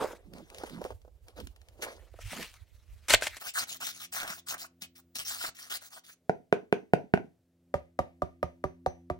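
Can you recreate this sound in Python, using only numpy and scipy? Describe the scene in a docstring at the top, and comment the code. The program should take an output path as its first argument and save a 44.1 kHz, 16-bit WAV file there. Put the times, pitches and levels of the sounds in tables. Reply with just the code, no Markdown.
"""Wet concrete work outdoors, heard from two positions. First a shovel digs in a steel wheelbarrow, with wind:
shaped noise rubs and booms, the load slides off and contact noise rings modes of the blade in the form.
Then a far engine hums in sine partials and a steel bar is stirred in the mix: noise strokes hiss and rattle.
Last, the bar taps two boards of the wooden form: short blows excite damped modes, the second board with thuds.
Steady noise lies under all; nearby trees and ground return short echoes as decaying noise tails."""
import sys
import numpy as np
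from scipy import signal
from scipy.fft import rfft, irfft, next_fast_len
from scipy.io import wavfile
from scipy.ndimage import uniform_filter1d, map_coordinates

SR = 44100
rng = np.random.default_rng(int(sys.argv[2]) if len(sys.argv) > 2 else 0)


def pcm_store(signal):
    """Save signal as 16-bit PCM."""
    levels = np.round(np.clip(np.atleast_2d(signal), -1, 1) * 32767)
    wavfile.write(sys.argv[1], SR, levels.astype(np.int16).T)


N = 405279

CUT = 3.39  # the listening position changes here (s)
# Wet, heavy body of the mix: f/Hz, relative spectral density/dB
SLOP = [(90, -29), (170, -8), (240, -7.5), (380, -16.5), (800, -64)]
# Taps on the end board: t/s, blow level before the board/dB, nominal ring of the bar relative to the blow/dB
END_TAPS = [(7.741, -13.5, -60), (7.99, -11, -66), (8.22, -15, -53), (8.429, -13.5, -54), (8.64, -15, -48),
            (8.862, -12.5, -40.5), (9.1, -17, -51.5)]


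def amp(db):
    """Level law: amplitude ratio of a level in dB."""
    return 10 ** (np.asarray(db) / 20)


def unit(x):
    """Normalisation by energy: x at rms 1."""
    return x / np.sqrt(np.mean(x ** 2) + 1e-20)


def along(points, hz):
    """Interpolation on a logarithmic pitch axis of (f/Hz, value) points."""
    f, v = np.transpose(points)
    return np.interp(np.log(hz + 1), np.log(f + 1), v)


def curves(rows):
    """Linear interpolation in time: one curve for each column, -120 outside the table."""
    s, *cols = np.transpose(rows)
    return [np.interp(np.arange(N) / SR, s, c, -120, -120) for c in cols]


def wobble(rate):
    """Band-limited random modulation: a smooth curve with rate knots a second."""
    knots = rng.standard_normal(int(N * rate / SR) + 4)
    return map_coordinates(knots, [np.arange(N) * rate / SR])


def filtered(x, response):
    """Convolution theorem: the spectrum of x times a complex frequency response."""
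    m = next_fast_len(N + SR // 2)
    return irfft(rfft(x, m) * response(np.fft.rfftfreq(m, 1 / SR)), m)[..., :N]


def coloured(x, spectrum):
    """Minimum-phase filtering: x through the causal filter of this spectrum, energy gain 1."""
    size = 4096
    magnitude = amp(along(spectrum, np.fft.rfftfreq(size, 1 / SR)))
    cepstrum = irfft(np.log(magnitude + 1e-5))
    cepstrum[1:size // 2] *= 2  # fold the cepstrum onto positive time
    cepstrum[size // 2 + 1:] = 0
    h = irfft(np.exp(rfft(cepstrum)))
    return signal.fftconvolve(np.atleast_2d(x), h[None] / np.linalg.norm(h), axes=1)[:, :N]


def resonances(modes):
    """Modal superposition: summed damped resonators (f/Hz, width/Hz, level/dB) of alternating sign."""
    def response(f):
        return sum((-1) ** k * amp(db) * 1j * f * width / (centre ** 2 - f * f + 1j * f * width)
                   for k, (centre, width, db) in enumerate(modes))
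    return response


def spread(a, b):
    """Interaural coherence: two signals mixed to a stereo pair that is less alike in the treble."""
    # Coherence of the pair: f/Hz, left-right correlation
    alike = [(200, .98), (2000, .92), (12000, .55)]

    def mid_side(hz):
        turn = np.arccos(np.clip(along(alike, hz), -1, 1)) / 2
        return np.array([np.cos(turn), np.sin(turn)])
    mid, side = filtered(np.array([a, b]), mid_side)
    return np.array([mid + side, mid - side])


def friction(gain, spectrum, grains, share, spread_db, flutter_db):
    """Granular friction: fluttering hiss plus uneven single catches (grains a second), under a gain curve."""
    sizes = amp(spread_db * np.minimum(rng.exponential(size=N), 3))
    catch = (rng.random(N) < np.clip(grains / SR, 0, 1)) * sizes
    hiss = amp(flutter_db * wobble(60)) * rng.standard_normal((2, N))
    rub = [unit(h) + share * unit(catch * np.sign(h)) for h in hiss]
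    return coloured(gain * unit(spread(*rub)), spectrum)


def bursts(times, level_db, t60):
    """Exponential decay: a dying noise burst for each time, 60 dB down after t60 seconds."""
    out, t = np.zeros((2, N + SR)), np.arange(SR // 5) / SR
    for s, db in zip(times, level_db):
        burst = amp(db - 60 * t / t60) * rng.standard_normal((2, len(t)))
        out[:, round(s * SR):][:, :len(t)] += burst
    return spread(*out[:, :N])


def strokes(rows, rise, fall, arch_db):
    """Envelope energy sum: arched strokes (start/s, length/s, level/dB) that rise and fall in dB per second."""
    t = np.arange(0, N, 16) / SR
    start, length, db = np.transpose(rows)[:, :, None]
    inside = np.clip(2 * (t - start) / length - 1, -1, 1)  # -1 at the start, 1 at the end
    before, after = np.clip(start - t, 0, 1), np.clip(t - start - length, 0, 1)
    shape_db = -arch_db * inside ** 2 - rise * before - fall * after
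    return np.interp(np.arange(N) / SR, t, np.linalg.norm(amp(db + shape_db), axis=0))


def patchy(x, depth_db):
    """Time-frequency modulation: the colour of x shifts in random patches of pitch and time."""
    z = signal.stft(x, nperseg=256)[2]
    field = uniform_filter1d(rng.standard_normal(z.shape[-2:]), size=5, axis=0)
    field = uniform_filter1d(field, size=12, axis=1)
    return signal.istft(z * amp(depth_db * unit(field)), nperseg=256)[1][..., :N]


def background():
    """Broadband noise and summed partials: steady background noise with hiss, then a far engine's unsteady hum."""
    # Colour of the background noise: f/Hz, relative spectral density/dB
    noise_spectrum = [(20, -43), (85, -11.5), (255, -24), (620, -22.5), (900, -37), (16000, -46.5)]
    # Partials of the engine: f/Hz, level before the swell/dB
    partials = [(86.1, -72), (172.3, -71), (258.4, -69), (344.5, -75)]
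    # Slow swell of the hum: t/s, gain/dB
    swell = [(3.4, -32), (3.7, 1), (5.4, 0.5), (5.8, -9.5), (7.4, -8), (7.7, 2), (9.2, 13.5)]
    drift = np.cumsum(1 + 0.002 * wobble(1.4)) / SR  # one clock, so that the partials drift together
    hum = sum(amp(db + 1.6 * wobble(8.7)) * np.sin(2 * np.pi * (hz * drift + rng.random()))
              for hz, db in partials)
    noise = unit(coloured(spread(*rng.standard_normal((2, N))), noise_spectrum))
    noise *= amp(1.5 * (np.arange(N) < CUT * SR))  # louder at the first position
    noise_db = -76 + wobble(5.7)
    return amp(noise_db) * noise + amp(curves(swell)[0]) * hum


def wind():
    """Turbulent pressure at the microphones: short puffs over a gusty breeze, stronger on the right."""
    # Puffs: centre t/s, level before the left-right gains/dB
    puffs = [(0.952, -46.5), (1.45, -41), (1.755, -55.5), (2.05, -52.5), (2.261, -36.5), (2.75, -50),
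             (2.937, -46), (3.153, -35.5)]
    # Colour of the turbulence: f/Hz, relative spectral density/dB
    buffet = [(20, -30), (42, -5.5), (60, -3.5), (100, -10.5), (160, -54)]
    puff_s = 0.02  # between the rise and the fall
    puff = strokes([(s - puff_s / 2, puff_s, db) for s, db in puffs], rise=360, fall=490, arch_db=5.0)
    breeze = amp(-60.5 + 4 * wobble(42)) * (np.arange(N) < CUT * SR)  # at the first position only
    common, own = rng.standard_normal(N), rng.standard_normal((2, N))
    turbulence = unit(coloured(common + 0.9 * own, buffet))
    return (puff + breeze) * amp([[-4], [3]]) * turbulence


def shovel():
    """Friction and impact: the blade cuts hissing slurry, the tub booms, lumps slop, stones tick, steel strikes."""
    # The mix slides on the blade: t/s, level/dB
    sliding = [(.15, -62.5), (.24, -77.5), (.45, -71), (.6, -54.5), (.925, -62), (.945, -93.5),
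               (1.75, -76.5), (1.86, -54), (2.1, -73.5), (2.3, -48), (2.46, -51), (2.65, -78.5),
               (3.07, -66), (3.38, -51)]
    # Pushes of the blade: start t/s, length/s, grit level/dB, boom over grit/dB
    digs = [(0.005, 0.049, -45, 12.5), (0.057, 0.071, -51.5, 12.5), (0.331, 0.08, -64.5, 11),
            (0.684, 0.21, -74.5, 16.5), (1.271, 0.036, -65.5, 4.5), (1.366, 0.043, -52.5, 4.5),
            (1.823, 0.0099, -30.5, -12.5), (2.306, 0.047, -43.5, -27), (2.366, 0.071, -43.5, -6)]
    # Dull knocks of the blade: t/s, level before colouring/dB
    knock_rows = [(0.635, -28.5), (0.815, -33.5), (0.85, -30), (0.861, -37), (0.905, -35), (0.921, -45),
                  (1.049, -52.5), (1.078, -53.5), (2.139, -49.5), (2.188, -42), (2.331, -36)]
    # Single stones tick: t/s, level before colouring/dB
    stones = [(0.3357, -44.5), (0.383, -45.5), (0.501, -44), (0.5462, -41), (0.584, -39), (0.697, -42.5),
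              (0.841, -41), (1.017, -60), (1.283, -45), (1.4015, -39.5), (1.471, -41), (1.562, -52),
              (1.616, -55.5), (1.686, -49), (2.4281, -33.5), (2.54, -47)]
    # Wet lumps slop: start t/s, level/dB
    lumps = [(0.256, -50), (0.341, -54.5), (0.704, -46), (1.373, -54), (2.32, -49.5)]
    # The blade grates: start t/s, end t/s, level/dB
    grates = [(3.084, 3.113, -33), (3.097, 3.143, -24.5), (3.211, 3.263, -34.5), (3.266, 3.282, -31.5),
              (3.368, 3.385, -42)]
    # Colours of wet grit, tub and blade, each: f/Hz, relative spectral density/dB
    slurry_spectrum = [(400, -32), (800, -20), (2000, -11), (5000, -17), (15500, -26.5)]
    tub_spectrum = [(120, -30), (380, -11), (500, -6.5), (800, -13.5), (1500, -23.5), (3000, -61.5)]
    steel = [(150, -27.5), (600, -14.5), (1360, -12), (2260, -7), (3400, -12.5), (8450, -14), (16000, -29)]
    in_tub_until, tub_db, clear_db = 2.1, 5, -28.5  # s; boom over the sliding in the tub and clear of it
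    lump_s, knock_t60, knock_grit_db = 0.096, 0.041, -18  # s, s, gain of the knocks' grit beside their boom

    def moves(rows):
        return strokes(rows, rise=2100, fall=690, arch_db=1.5)

    slide = amp(curves(sliding)[0])
    grit = np.linalg.norm([slide, moves([row[:3] for row in digs])], axis=0)
    slurry = friction(grit, slurry_spectrum, grains=150, share=0.39, spread_db=2.0, flutter_db=2.5)

    drone = slide * amp(np.where(np.arange(N) < in_tub_until * SR, tub_db, clear_db))
    boom_rows = [(s, length, db + over) for s, length, db, over in digs]
    boom = np.linalg.norm([drone, moves(boom_rows)], axis=0)
    tub = friction(boom, tub_spectrum, grains=200, share=0.67, spread_db=3, flutter_db=5)

    slop_gain = moves([(s, lump_s, db) for s, db in lumps])
    slop = friction(slop_gain, SLOP, grains=60, share=0.51, spread_db=-5.0, flutter_db=3)
    grating = strokes([(a, b - a, db) for a, b, db in grates], rise=16000, fall=5400, arch_db=0.5)
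    blade = friction(grating, steel, grains=1200, share=0.4, spread_db=0.5, flutter_db=5)

    knocks = bursts(*np.transpose(knock_rows), knock_t60)
    ticks = bursts(*np.transpose(stones), 0.019)
    gritty = coloured(ticks + amp(knock_grit_db) * knocks, slurry_spectrum)
    dull = coloured(knocks, tub_spectrum)
    return patchy(slurry + tub, depth_db=3.0) + slop + blade + clanks() + gritty + dull


def clanks():
    """Position-dependent modal excitation: gritty contacts ring the blade, most near the struck spot's pitch."""
    # Strikes of the blade: t/s, contact level before the modes/dB, pitch that this spot favours f/Hz
    hits = [(3.104, 2.5, 1900), (3.108, -3, 1910), (3.1365, 7, 2310), (3.139, 1.5, 599), (3.1451, 6, 3130),
            (3.149, -3, 1719), (3.222, -6.5, 1420), (3.269, -7.5, 1903)]
    # Modes of the blade: f/Hz, width/Hz, level before the spot's weighting/dB
    blade_modes = [(600, 140, 7.5), (1550, 100, 3), (1850, 87, 1.5), (2130, 130, 3), (2949, 510, -1),
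                   (4260, 470, -1.5), (7400, 1300, -2)]
    contact_t60, favour_db = .017, 7  # s, loss for each octave from the favoured pitch
    out, t = np.zeros((2, N + SR)), np.arange(SR // 10) / SR
    hz_axis = np.fft.rfftfreq(len(t), 1 / SR)
    for s, db, favoured in hits:
        modes = [(hz, width, level - favour_db * abs(np.log2(hz / favoured)))
                 for hz, width, level in blade_modes]
        contact = amp(db - 60 * t / contact_t60) * rng.standard_normal((2, len(t)))
        clank = irfft(rfft(contact) * resonances(modes)(hz_axis), len(t))
        out[:, round(s * SR):][:, :len(t)] += clank
    return spread(*out[:, :N])


def stirring():
    """Granular friction: sand hisses along the bar at each stroke over a coarser rattle, with sharp gritty ticks."""
    # Strokes of the bar: start t/s, length/s, level/dB
    stir = [(3.4, 0.048, -44), (3.44, 0.068, -39), (3.54, .1, -33), (3.672, 0.1, -40), (3.805, 0.11, -35.5),
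            (3.92, 0.093, -50), (4.0, 0.06, -39), (4.125, 0.099, -34), (4.25, .15, -44.5),
            (4.465, .02, -45.5), (4.487, 0.06, -32.5), (4.58, 0.086, -42.5), (4.812, 0.051, -46),
            (4.955, .05, -54), (5.152, 0.083, -39), (5.25, 0.14, -36), (5.385, .11, -35), (5.55, 0.14, -48),
            (5.7, 0.075, -34), (5.81, 0.078, -49.5), (5.905, .09, -48), (6.04, .1, -52.5)]
    # The bar drags over coarse stones: start t/s, length/s, level/dB
    rasps = [(3.56, 0.08, -40.5), (4.16, 0.18, -38), (4.49, 0.08, -41.5), (5.44, 0.054, -40)]
    # Sharp gritty ticks, some at the start of a stroke: t/s, level before colouring/dB
    tick_rows = [(4.138, -41), (4.231, -34.5), (4.277, -36), (4.301, -34.5), (4.485, -31), (4.82, -34.5),
                 (5.155, -31.5)]
    # Colours of sand and coarse rattle, each: f/Hz, relative spectral density/dB
    sand_spectrum = [(700, -40), (2000, -8.5), (5500, -8), (8000, -8.5), (11000, -16), (15800, -9.5)]
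    rattle_spectrum = [(120, -31.5), (485, -29.5), (714, -15), (900, -21), (1430, -9.5), (2600, -24.5),
                       (5000, -69)]
    rattle_db = -10.5  # rattle under the sand in a plain stroke
    push = strokes(stir, rise=4500, fall=2600, arch_db=8.0)
    coarse = np.hypot(amp(rattle_db) * push, strokes(rasps, rise=4500, fall=4300, arch_db=5))
    sand = friction(push, sand_spectrum, grains=400, share=0.66, spread_db=4.0, flutter_db=-2.0)
    rattle = friction(coarse, rattle_spectrum, grains=120, share=0.5, spread_db=4.5, flutter_db=5.5)
    ticks = bursts(*np.transpose(tick_rows), 0.062)
    gritty = coloured(ticks, sand_spectrum) + 0.2 * coloured(ticks, rattle_spectrum)
    return patchy(sand + rattle, depth_db=3.5) + gritty + 0.091 * coloured(ticks, SLOP)


def taps(rows, board, contact, gain_db, crack_db, tail_db, ring_db):
    """Impulsive modal excitation: a short blow (contact/s) rings the board, with a crack, a tail and the bar's ring."""
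    bar_hz, bar_t60 = 5960, .28  # the bar's own ring (Hz, s)
    out, t = np.zeros(N + SR), np.arange(SR // 2) / SR
    hz_axis = np.fft.rfftfreq(len(t), 1 / SR)
    s, db = np.transpose(rows)[:2]
    for k, peak, level_db in np.broadcast(np.round(s * SR).astype(int), amp(db), ring_db):
        u = t / (contact * amp(rng.normal(0, 1.0)))
        blow = -amp(gain_db) * u * np.exp(1 - u)  # the board moves away first
        # each blow detunes the modes slightly and gives them new strengths
        modes = [(hz * amp(rng.normal(0, 0.23)), width, level + rng.normal(0, 2.7))
                 for hz, width, level in board]
        knock = irfft(rfft(blow) * resonances(modes)(hz_axis), len(t))
        fade = amp(level_db + rng.normal(0, 2.1) - 60 * t / bar_t60)
        phase = 2 * np.pi * bar_hz * t + np.cumsum(rng.normal(0, 0.02, len(t)))
        ring = fade * (1 - np.exp(-t / 0.0071)) * np.sin(phase)
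        out[k:][:len(t)] += peak * (knock + ring)
    # a noise tail: the surroundings answer the taps
    tail = filtered(bursts(s, db + tail_db, 0.35), resonances([(2033, 600, 0.0087)]))
    crack_level = db + crack_db + 0.34 * (db - db.max())  # harder blows crack more than in proportion
    crack = filtered(bursts(s, crack_level, 0.021), resonances([(4000, 3800, 0)]))
    return out[:N] + tail + crack


def side_taps():
    """Modal excitation of the side board by taps of the bar."""
    # Taps: t/s, blow level before the board/dB
    rows = [(6.295, -12.5), (6.526, -7), (6.726, -7), (6.935, -6), (7.138, -7.5), (7.175, -22)]
    # Modes of the side board: nominal f/Hz, width/Hz, nominal level/dB
    board = [(176, 67, -3), (422.5, 69, 4), (692, 82, 3.5), (955, 200, -9.5), (1500, 130, -1.5),
             (2450, 570, -7.5)]
    return taps(rows, board, contact=0.0001, gain_db=13.0, crack_db=-24.0, tail_db=-37.0, ring_db=-56.5)


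def wall_returns(side):
    """Delayed reflection: nearby surfaces return the low part of the side taps, each in a narrow band."""
    # Reflecting surfaces: delay/s, level/dB, band centre f/Hz
    walls = [(0.036, -26, 418), (.06, -24.5, 404), (.103, -22, 250)]
    width_hz = 120

    def response(hz):
        return sum(amp(db) * resonances([(at, width_hz, 0)])(hz) ** 2 * np.exp(-2j * np.pi * hz * s)
                   for s, db, at in walls)
    return filtered(side, response)


def end_taps():
    """Modal excitation of the end board by taps of the bar."""
    # Modes of the end board: nominal f/Hz, width/Hz, nominal level/dB
    board = [(264, 50, -12), (364.6, 19.7, -8), (569.6, 66, 0), (740.4, 41.4, -0.5), (946, 46, -6),
             (1215, 51, 2), (1880, 730, -9)]
    ring_db = np.transpose(END_TAPS)[2]
    return taps(END_TAPS, board, contact=0.00018, gain_db=13.5, crack_db=-22.5, tail_db=-32, ring_db=ring_db)


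def thuds():
    """Low-frequency impulse response: taps on the end board also shake the ground under the form."""
    push = np.zeros(N)
    push[[round((s + .011) * SR) for s, *_ in END_TAPS]] = amp(18.0)  # 11 ms after each tap
    return filtered(push, resonances([(77, 25, 0.0), (170, 30, -6)]))


def echoes(x, delay):
    """Diffuse reverberation: each frequency returned by trees and ground dies at its own speed."""
    # Answer of the trees and ground: f/Hz, t60/s, relative level/dB
    trees = [(100, 0.27, -1.5), (1460, 0.21, -8), (2720, 0.18, -1.5), (14980, 0.016, 4)]
    out, step = np.zeros((2, N + 2 * SR)), SR // 4
    at, t60, db = np.transpose(trees)
    for k in range(0, N, step):  # a new tail for each stretch
        hz, t, z = signal.stft(rng.standard_normal((2, SR // 3)), SR, nperseg=256)
        fade_db = np.interp(hz, at, db)[:, None] - 60 * t / np.interp(hz, at, t60)[:, None]
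        tail = signal.istft(z * amp(fade_db), SR, nperseg=256)[1]
        wet = signal.fftconvolve(x[:, k:k + step], tail / np.linalg.norm(tail[0]), axes=1)
        out[:, k + round(delay * SR):][:, :wet.shape[1]] += wet
    return out[:, :N]


def placed(x):
    """Level and time differences: balance leans with frequency, work at the side reaches the left first."""
    # Balance: f/Hz, left-right level difference/dB
    lean_db = [(60, -9.5), (250, -8), (1000, 0), (15000, 2)]
    # The work is straight ahead: from t/s, to t/s
    in_front = [(0, .2), (2.0, CUT)]
    lead_s = .00019  # lead of the left microphone for work at its side
    t, half = np.arange(N) / SR, np.array([[.5], [-.5]])
    front = sum(1. * (t >= a) * (t < b) for a, b in in_front)
    ahead = uniform_filter1d(front, SR // 20, mode="nearest")

    def lean(hz):
        return amp(half * along(lean_db, hz))

    def lean_and_lead(hz):
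        return lean(hz) * np.exp(2j * np.pi * hz * half * lead_s)
    return filtered(ahead * x, lean) + filtered((1 - ahead) * x, lean_and_lead)


def scene():
    """Superposition: the work at both listening positions with echoes, wind and background."""
    side = side_taps()
    dig = shovel()
    work = side + wall_returns(side) + end_taps() + thuds() + stirring()
    returned = echoes(amp(-14.5) * dig + amp(-11.0) * work, 0.0036)
    return placed(dig + work) + returned + wind() + background()


def record(dry):
    """Saturation and band limiting: the loudest peaks are rounded off, nothing stays above the limit."""
    top_hz = 15900
    rounded = dry / (1 + np.abs(dry / .85) ** 4) ** (1 / 4)
    return filtered(rounded, lambda hz: hz < top_hz)


dry = scene()
out = record(dry)
pcm_store(out)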